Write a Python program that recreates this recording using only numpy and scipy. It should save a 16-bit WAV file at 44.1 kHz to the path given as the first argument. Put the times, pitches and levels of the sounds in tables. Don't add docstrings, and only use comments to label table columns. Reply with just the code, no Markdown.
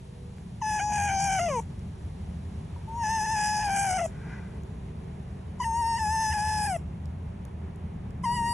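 import sys
import numpy as np
from scipy import signal
from scipy.fft import rfft, irfft
from scipy.io import wavfile
from scipy.ndimage import uniform_filter1d

SR = 44100
rng = np.random.default_rng(int(sys.argv[2]) if len(sys.argv) > 2 else 0)


def int16_out(signal):
    q = np.round(np.clip(np.atleast_2d(signal).T, -1, 1) * 32767)
    wavfile.write(sys.argv[1], SR, q.astype(np.int16))


N = 376173
T = np.arange(N) / SR
BINS = np.maximum(np.arange(N // 2 + 1) * SR / N, 1)
TOP_HZ = 13600


def undb(db):
    return 10 ** (np.asarray(db) / 20)


def curve(rows):
    s, *columns = np.transpose(rows)
    return [np.interp(T, s, column) for column in columns]


def at(points, hz):
    f, value = np.transpose(points)
    return np.interp(np.log(hz), np.log(f), value)


def shape(x, gain):
    return irfft(rfft(x) * gain, N)


def below(hz, order):
    return 1 / (1 + (BINS / hz) ** order)


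def unit(x):
    return x / np.sqrt(np.mean(x ** 2))


def noise(gain):
    return unit(shape(rng.standard_normal(N), gain))


def wobble(hz, width_hz):
    return noise(np.exp(-.5 * ((BINS - hz) / width_hz) ** 2))


def drift(count):
    knots = np.arange(0, T[-1] + 1, 1 / count)
    return np.interp(T, knots, rng.standard_normal(len(knots))) * np.sqrt(3 / 2)


def loudness(x, size=900):
    return np.sqrt(np.abs(uniform_filter1d(x ** 2, size)) + 1e-12)


def steady(x, size=900):
    return x / loudness(x, size)


def clicks(rows, decay_s, colour):
    envelope = sum(undb(db) * (T >= s) * np.exp(-np.abs(T - s) / decay_s) for s, db in rows)
    return noise(colour) * envelope


# (frequency [Hz], lead of the left port [rad])
PORT_LEAD = [(20, 0), (3700, 0), (4400, 3.1), (4900, 3.5), (5500, 6.2), (6200, 6.5), (9050, 9.42),
             (10800, 10.6), (11700, 12.57)]


def ports(x):
    return shape(x, np.exp(1j * at(PORT_LEAD, BINS) * np.array([[1], [0]])))


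# (frequency [Hz], density [dB per Hz])
RUMBLE_SPECTRUM = [(18, -35), (32, -14.5), (58, -4.5), (80, -5.5), (110, -4.5), (135, -6), (168, -5),
                   (205, -8.5), (250, -18.5), (320, -26), (450, -28)]
# (time [s], level [dB])
RUMBLE_LEVEL = [(0.05, -39.5), (1.2, -36.5), (3.2, -37), (5.6, -38.5), (7.0, -36), (7.6, -38.5),
                (8.5, -34.5)]
# (time [s], lift [dB])
UPPER_RUMBLE_LIFT = [(0.2, -2), (1.2, 2), (2.3, 0.5), (3.0, 0), (4.1, 2.5), (5.0, 1.5), (6.0, -0.5),
                     (7.2, 1), (8.3, 2.5)]
# (time [s], level [dB])
BOOM_LEVEL = [(0.5, -52), (1.1, -37), (1.4, -51), (1.6, -41.5), (2.5, -37.5), (3.7, -49), (5.1, -43.5),
              (6.2, -36.5), (7.6, -37.5), (8.3, -40.5)]


def rumble(rumble_db=-2, side_db=-21, boom_hz=81, boom_width_hz=8, boom_db=-1):
    colour = undb(at(RUMBLE_SPECTRUM, BINS)) * below(475, order=10)
    both = noise(colour) + undb(side_db) * noise(colour) * np.array([[1], [-1]])
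    upper = shape(both, 1 - below(110, order=8))
    both = both + upper * (undb(curve(UPPER_RUMBLE_LIFT)[0]) - 1)
    boom = steady(wobble(boom_hz, boom_width_hz), size=11000) * undb(curve(BOOM_LEVEL)[0] + boom_db)
    return both * undb(curve(RUMBLE_LEVEL)[0] + rumble_db) + boom


# (frequency [Hz], density [dB per Hz])
AIR_SPECTRUM = [(150, -31), (280, 9.5), (400, 7), (550, 7), (900, 6), (1400, -4.5), (2200, -6),
                (3500, -10.5), (5000, -15.5), (7000, -17), (9800, -9), (10700, -16), (11600, -68)]
# (frequency [Hz], likeness [0-1])
PORT_LIKENESS = [(250, 0.2), (500, 0), (1200, 0), (1800, 1), (2800, 0.21), (4500, 0.15), (6000, 1),
                 (7000, 1), (9200, 1), (11000, 0.88)]
# (time [s], level [dB])
AIR_LEVEL = [(0, -56.5), (1.8, -53.5), (2.7, -52), (4.6, -51.5), (7.0, -52), (8.53, -51)]
# (time [s], level [dB])
HUM_LEVEL = [(1.2, -62.5), (4.5, -54.5), (7.0, -62), (8.53, -56.5)]


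def air(hum_hz=384, upper_hum_hz=436, upper_hum_db=-3, hiss_db=-1, hiss_fade_db_per_s=1.38):
    colour, likeness = undb(at(AIR_SPECTRUM, BINS)), np.clip(at(PORT_LIKENESS, BINS), 0, 1)
    mid = shape(rng.standard_normal(N), colour * np.sqrt(1 + likeness))
    side = shape(rng.standard_normal(N), colour * np.sqrt(1 - likeness))
    sway_db = .4 * wobble(2, 8)
    wash = unit(mid + side * np.array([[1], [-1]])) * undb(curve(AIR_LEVEL)[0] + sway_db)
    treble_db = hiss_db - hiss_fade_db_per_s * (T - T.mean())
    wash = wash + shape(wash, 1 - below(3000, order=6)) * (undb(treble_db) - 1)
    hum = wobble(hum_hz, 7.2) + undb(upper_hum_db) * wobble(upper_hum_hz, 19.5)
    hum = hum * undb(curve(HUM_LEVEL)[0])
    return ports(wash) + hum * np.array([[.4], [1.3]])


def far_tone(middle_s=0.23, half_s=0.17, tone_hz=487, tone_db=-56):
    phase = 2 * np.pi * np.cumsum(tone_hz * (1 + 0.0057 * drift(count=12))) / SR
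    swell = np.exp(-np.minimum(np.abs(T - middle_s) / half_s, 10) ** 4)
    return undb(tone_db) * np.sin(phase) * swell


# (time [s], level [dB])
CASE_TAPS = [(0.383, -46.5)]


def taps():
    return clicks(CASE_TAPS, decay_s=0.0012, colour=(1 - below(600, order=4)) * below(1800, order=2))


# (start [s], end [s], level [dB], level slope [dB/s], swell [s],
# lift of the upper mouth resonance [dB])
WHINE_ROWS = [(0.616, 1.6, -29, 1.6, 0.029, 1), (2.876, 4.061, -28.5, 0, 0.15, -1.5),
              (5.6, 6.765, -26, -3.5, 0.012, -3), (8.238, 8.54, -25, -16, 0.027, -3)]


def current_whine():
    rows = np.array(WHINE_ROWS)
    midway = (rows[1:, 0] + rows[:-1, 1]) / 2
    return rows[np.searchsorted(midway, T)].T


def gate(attack_s, release_s):
    return sum(np.clip((T - start) / attack_s + .5, 0, 1) * np.exp(-np.maximum(T - end, 0) / release_s)
               for start, end, *_ in WHINE_ROWS)


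# (time [s], half length [s], pitch jump [%], dip of the fundamental [dB],
# flare of the mouth overtones [dB]); a negative dip is a rise, a negative flare a loss
VOICE_BREAKS = [(0.618, 0.006, 18, -1.5, 6), (0.799, 0.009, -9, 3, 2), (1.092, 0.01104, -3, 2, 3),
                (1.396, 0.007, -9, 0, 4.5), (1.526, 0.016, -0.5, 3, 2.5), (1.599, 0.0042, 5.5, 4, 0),
                (3.26, 0.009, 1, 4.5, 1), (3.622, 0.00692, 3.5, 3, 3), (3.995, 0.0076, -7, 2.5, 7.5),
                (4.016, 0.00246, 5.5, -2.5, 3), (5.608, 0.018, 9, 0.5, 3), (5.638, 0.008, 11.5, 11.5, 3),
                (5.71, 0.0193, -1, 3, 1.5), (5.986, 0.0092, 5, 9, 3.5), (6.328, 0.007, 9, 7, 3),
                (6.668, 0.00624, 7.5, 3.5, 4), (8.248, 0.011, 11, 2.5, 3), (8.356, 0.0102, 3.5, 8.5, -2)]
SNAP = 2.2
DIP_SPREAD = 1.52


def breaks():
    jump = dip_db = flare_db = 0
    for s, half_s, percent, dip, flare in VOICE_BREAKS:
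        away = np.minimum(((T - s) / half_s) ** 2, 60)
        falling = percent * (T - s) > 0
        jump = jump + percent / 100 * np.exp(-.5 * away * np.where(falling, SNAP ** 2, 1))
        bell = np.exp(-.5 * away / DIP_SPREAD ** 2)
        dip_db, flare_db = dip_db + dip * bell, flare_db + flare * bell
    return 1 + jump, dip_db, flare_db


# (time [s], roughness [about 0-1])
HOARSENESS_ARCS = [
    [(0.62, 0.3), (0.77, 0.46), (0.8, 0.7), (0.83, 0.31), (0.87, 0.43), (0.91, 0.83), (1.08, 0.77),
     (1.36, 0.69), (1.47, 0.59), (1.55, 0.33)],
    [(2.89, 0.16), (3.03, 0.42), (3.07, 0.68), (3.14, 0.51), (3.33, 0.49), (3.44, 0.9), (3.52, 0.5),
     (3.63, 0.88), (3.68, 0.9), (3.95, 1.01), (4.06, 0.64)],
    [(5.6, 0.31), (5.89, 0.24), (5.95, .42), (6.02, 0.24), (6.22, 0.33), (6.3, 0.4), (6.33, 0.8),
     (6.4, 0.72), (6.5, 0.77), (6.65, 0.79), (6.72, 0.36)],
    [(8.24, 0.04), (8.53, 0.07)],
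]


def roughness(hz, crack=0.045, size=600):
    octaves_per_s = uniform_filter1d(np.abs(np.gradient(np.log2(hz))) * SR, size)
    cracking = crack * np.clip(octaves_per_s - 4, 0, 3)
    return np.clip(curve(np.vstack(HOARSENESS_ARCS))[0] + cracking, 0, 1.2)


def larynx(hz, rough, quaver=0.0018, pressed_quaver=0.004, clean_breath_db=-33):
    flutter = .027 * noise(below(205, order=9) * (1 - below(28, order=4))) * undb(1.5 * drift(count=25))
    hz = hz * (1 + rough ** 1.3 * flutter + (quaver + pressed_quaver * rough) * drift(count=45))
    phase = 2 * np.pi * np.cumsum(hz) / SR
    pulses = 0
    for k in range(1, 22):
        swell_db = min(k - 1, 7) * .33 * drift(count=22)
        pulses = pulses + np.cos(k * phase) * (k * hz < TOP_HZ) * undb(swell_db)
    pulses = unit(pulses) * (1 + .06 * rough * drift(count=400))
    puffs = unit(rng.standard_normal(N) * (1 + np.cos(phase)) ** 2)
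    return pulses, puffs * (undb(-24) * rough + undb(clean_breath_db))


def treble_hiss(stream, high):
    split = below(9100, order=40)
    lower, upper = shape(stream, (1 - high) * split), shape(stream, 1 - split)
    lower_drift = undb(drift(count=14) + drift(count=60))
    upper_drift = undb(drift(count=14) + drift(count=60))
    return (lower * lower_drift + upper * upper_drift) / loudness(lower + upper)


def rattle(rough):
    return undb(rough * (drift(count=35) + 1.8 * drift(count=330)))


# (time [s], pitch [Hz])
PITCH_ARCS = [
    [(0.615, 867.3), (0.76, 850.6), (0.82, 826), (0.88, 845), (0.97, 833), (1.0, 812), (1.07, 822),
     (1.11, 790), (1.19, 781), (1.265, 798), (1.305, 759.6), (1.335, 782.7), (1.385, 747.2), (1.415, 696.2),
     (1.455, 704.8), (1.48, 665.2), (1.509, 566), (1.595, 436), (1.601, 450), (1.607, 290)],
    [(2.885, 891.3), (2.98, 945), (3.031, 922), (3.037, 872), (3.075, 856), (3.11, 888), (3.16, 895),
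     (3.215, 846), (3.26, 896), (3.268, 845), (3.32, 899), (3.37, 848.2), (3.43, 835), (3.47, 852),
     (3.59, 845), (3.66, 828), (3.7, 784), (3.77, 796.5), (3.85, 791), (3.92, 730), (3.974, 757.6),
     (3.982, 712), (4.02, 694), (4.065, 634.5)],
    [(5.598, 918), (5.726, 910.7), (5.8, 950), (5.84, 903.6), (5.89, 928.6), (5.945, 911), (5.982, 935),
     (5.987, 870), (6.01, 890), (6.07, 836), (6.14, 894), (6.18, 879), (6.205, 894), (6.29, 860),
     (6.35, 853), (6.4, 833.4), (6.47, 866), (6.58, 849), (6.685, 814), (6.77, 639)],
    [(8.238, 933), (8.29, 941), (8.33, 960), (8.43, 929.4), (8.53, 951)],
]
# (frequency [Hz], gain [dB])
THROAT_SPECTRUM = [(300, -33), (480, -8.5), (700, -4.5), (920, -2.5), (1300, -6.5), (1700, -0.5),
                   (1900, -6.5), (2100, -7), (2400, -5), (2680, -15), (2950, -9), (3300, -25), (3620, -34),
                   (3900, -43), (4400, -33.5), (4780, -18), (5200, -21.5), (5550, -21.5), (5800, -33),
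                   (6150, -22.5), (6700, -30.5), (7500, -22.5), (8300, -5.5), (9100, -18.5), (9800, -11.5),
                   (10500, -21.5), (11400, -33), (12600, -75)]
# (frequency [Hz], gain [dB])
TURBULENCE_SPECTRUM = [(500, -9.5), (900, -6), (1250, -6), (1700, 6), (2050, 9.5), (2450, -5.5),
                       (2900, 10.5), (3600, -14), (4400, -48), (5200, -6.5), (6300, -26.5), (7300, 2.5),
                       (8300, 5), (9100, -29), (10000, 16.5), (10900, -31), (11500, -31), (13000, -42)]
# (time [s], mouth overtones [dB], nose overtones [dB])
OPENING_ARCS = [
    [(0.615, -53.5, -46), (0.669, -37.5, -44), (0.825, -36.5, -42), (0.86, -51, -44.5), (0.959, -35, -41.5),
     (1.124, -36, -41.5), (1.158, -42, -39), (1.328, -34, -38), (1.46, -41.5, -44), (1.6, -52, -47.5)],
    [(2.885, -81, -83), (2.96, -70, -62), (3.025, -45, -53), (3.045, -37, -42), (3.305, -38, -42.5),
     (3.426, -33, -43), (3.6, -38.5, -42.5), (3.67, -38, -50.5), (3.772, -34, -40.5), (3.96, -39.5, -44),
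     (4.065, -49.5, -49)],
    [(5.598, -53.5, -49), (5.646, -40.5, -52), (5.684, -60, -54), (5.75, -50.5, -49), (5.812, -46.5, -55.5),
     (6.073, -39, -48), (6.261, -36.5, -38.5), (6.367, -37.5, -51), (6.5, -37.5, -47), (6.68, -39.5, -52.5),
     (6.77, -46.5, -55)],
    [(8.238, -46, -51), (8.292, -46.5, -63), (8.377, -36, -55), (8.414, -46.5, -60), (8.467, -37, -54),
     (8.53, -45, -68)],
]
# (time [s], lowest nasal resonance [dB], treble hiss [dB])
TREBLE_ARCS = [
    [(0.625, -54, -57), (0.69, -47, -44), (0.8, -51, -48), (0.885, -53, -53.5), (0.98, -50, -42.5),
     (1.08, -55, -44.5), (1.17, -45, -50), (1.3, -48.5, -38), (1.42, -48, -46), (1.5, -51, -49),
     (1.57, -56, -48), (1.6, -70, -49)],
    [(2.93, -81, -69), (3.042, -49.5, -52), (3.092, -46, -44.5), (3.27, -46, -47), (3.44, -42.5, -40.5),
     (3.548, -40, -43.5), (3.69, -47, -47.5), (3.774, -48, -36.5), (3.93, -47, -41), (4.01, -53, -46),
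     (4.055, -58, -47.5)],
    [(5.605, -51, -54), (5.649, -52, -47), (5.7, -60, -49), (5.897, -45, -45), (6.073, -47.5, -45),
     (6.28, -41, -41.5), (6.373, -47, -44), (6.585, -42, -40), (6.69, -46, -41), (6.76, -60, -45.5)],
    [(8.245, -51, -48), (8.297, -50, -47.5), (8.365, -46, -43), (8.42, -58, -47.5), (8.51, -43, -41.5)],
]
# (edge [Hz], steepness [filter order])
RESONANCE_EDGES = [(1100, 20), (1940, 20), (3780, 20), (5750, 50), (6900, 40)]
SWELL_DB_PER_S = 101
SUNK_HZ, TAUT_HZ = 696.6, 698.3


def whines(hiss_db=3, slack_db=6, slack_fade_db=-2, rasp_db=1.5, open_db=-9, closing_tilt=0.26,
           sunk_db=13, nose_flare=0.25, nose_breath_db=3):
    start, _, level_db, slope_db, swell_s, lips_db = current_whine()
    age = np.clip(T - start, 0, 1.5)
    held_db = level_db + slope_db * age
    effort_db = held_db - SWELL_DB_PER_S * np.maximum(swell_s - age, 0)
    mouth_open_db, nose_open_db = curve(np.vstack(OPENING_ARCS))
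    nasal_db, top_db = curve(np.vstack(TREBLE_ARCS))

    jump, dip_db, flare_db = breaks()
    hz = curve(np.vstack(PITCH_ARCS))[0] * jump
    rough = roughness(hz)
    slack = np.clip((TAUT_HZ - hz) / (TAUT_HZ - SUNK_HZ), 0, 1)
    pulses, puffs = larynx(hz, rough)
    voiced = gate(attack_s=0.009, release_s=0.0039)
    flowing = gate(attack_s=0.025, release_s=0.017)
    tone = shape(pulses * voiced, undb(at(THROAT_SPECTRUM, BINS)))
    breath = shape(puffs, undb(at(TURBULENCE_SPECTRUM, BINS)))
    voice = tone + breath

    low, lower, middle, nasal, high = (below(edge_hz, order=order) for edge_hz, order in RESONANCE_EDGES)
    body = steady(shape(voice, low)) * undb(effort_db - dip_db)

    closing_db = closing_tilt * np.clip(open_db - mouth_open_db + held_db, 0, 20)
    sinking_db = slack * np.maximum(sunk_db - 3 * flare_db, 0)
    upper_db = lips_db + closing_db + sinking_db + rasp_db * rough * drift(count=220)
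    upper = shape(voice, middle - lower) * undb(upper_db)
    mouth = steady(shape(voice, lower - low) + upper) * undb(mouth_open_db + flare_db)

    stream = tone + breath * undb(nose_breath_db + slack_db * slack)
    ring = steady(shape(stream, nasal - middle)) * undb(nasal_db)
    nose = steady(shape(stream, high - nasal)) * undb(nose_open_db + nose_flare * flare_db)
    hiss = treble_hiss(stream, high) * undb(top_db + hiss_db)
    treble = (ring + nose + hiss) * rattle(rough) * undb(slack_fade_db * slack)
    return (body + mouth) * voiced + treble * flowing


# (time [s], level [dB])
LIP_TICKS = [(1.7933, -47), (2.8894, -54), (4.6354, -52), (5.0444, -56), (5.3714, -65), (7.0573, -48),
             (7.4524, -41.5), (7.76, -50), (8.107, -49)]


def ticks(tick_db=3):
    colour = (1 - below(4600, order=12)) * below(11100, order=20)
    return undb(tick_db) * clicks(LIP_TICKS, decay_s=0.0006, colour=colour)


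def peep(start_s=2.762, peep_hz=950, decay_s=0.013, peep_db=-43):
    age = np.maximum(T - start_s, 0)
    return undb(peep_db) * np.sin(2 * np.pi * peep_hz * age) * np.exp(-age / decay_s)


# (frequency [Hz], width [Hz], gain [dB])
MUZZLE_MODES = [(825, 510, -8.5), (1550, 240, -1.5), (1990, 110, -5), (2370, 230, -11), (5600, 5000, -30.5)]
SNIFF_S, SNIFF_DB, SNIFF_RISE_DB_PER_S, SNIFF_FALL_DB_PER_S = 4.33, -46.5, 69, 85


def sniff():
    muzzle = sum(undb(db) / (1 + (2 * (BINS - hz) / width) ** 2) for hz, width, db in MUZZLE_MODES)
    fade_db = np.maximum(SNIFF_RISE_DB_PER_S * (SNIFF_S - T), SNIFF_FALL_DB_PER_S * (T - SNIFF_S))
    return noise(muzzle * below(10000, order=20)) * undb(SNIFF_DB - fade_db)


def yard(x, t60_s=0.28, wet_db=-24, size=12000):
    tail = rng.standard_normal((2, size)) * np.exp(-np.log(1000) * T[:size] / t60_s)
    tail /= np.sqrt(np.sum(tail ** 2, axis=1, keepdims=True))
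    return undb(wet_db) * signal.fftconvolve(x[None], tail, axes=1)[:, :N]


# (frequency [Hz], left minus right [dB])
FOX_BALANCE = [(500, 4.5), (800, 3.5), (1500, -0.5), (2400, 3), (3400, -7), (4600, 5.5), (5200, -7.5),
               (5800, 0)]


def scene():
    fox = whines() + ticks() + peep() + sniff()
    direct = shape(ports(fox), undb(at(FOX_BALANCE, BINS) * np.array([[.5], [-.5]])))
    return rumble() + air() + far_tone() + taps() + direct + yard(fox)


def record(dry):
    return signal.sosfilt(signal.ellip(8, .2, 70, TOP_HZ, fs=SR, output="sos"), dry)


dry = scene()
out = record(dry)
int16_out(out)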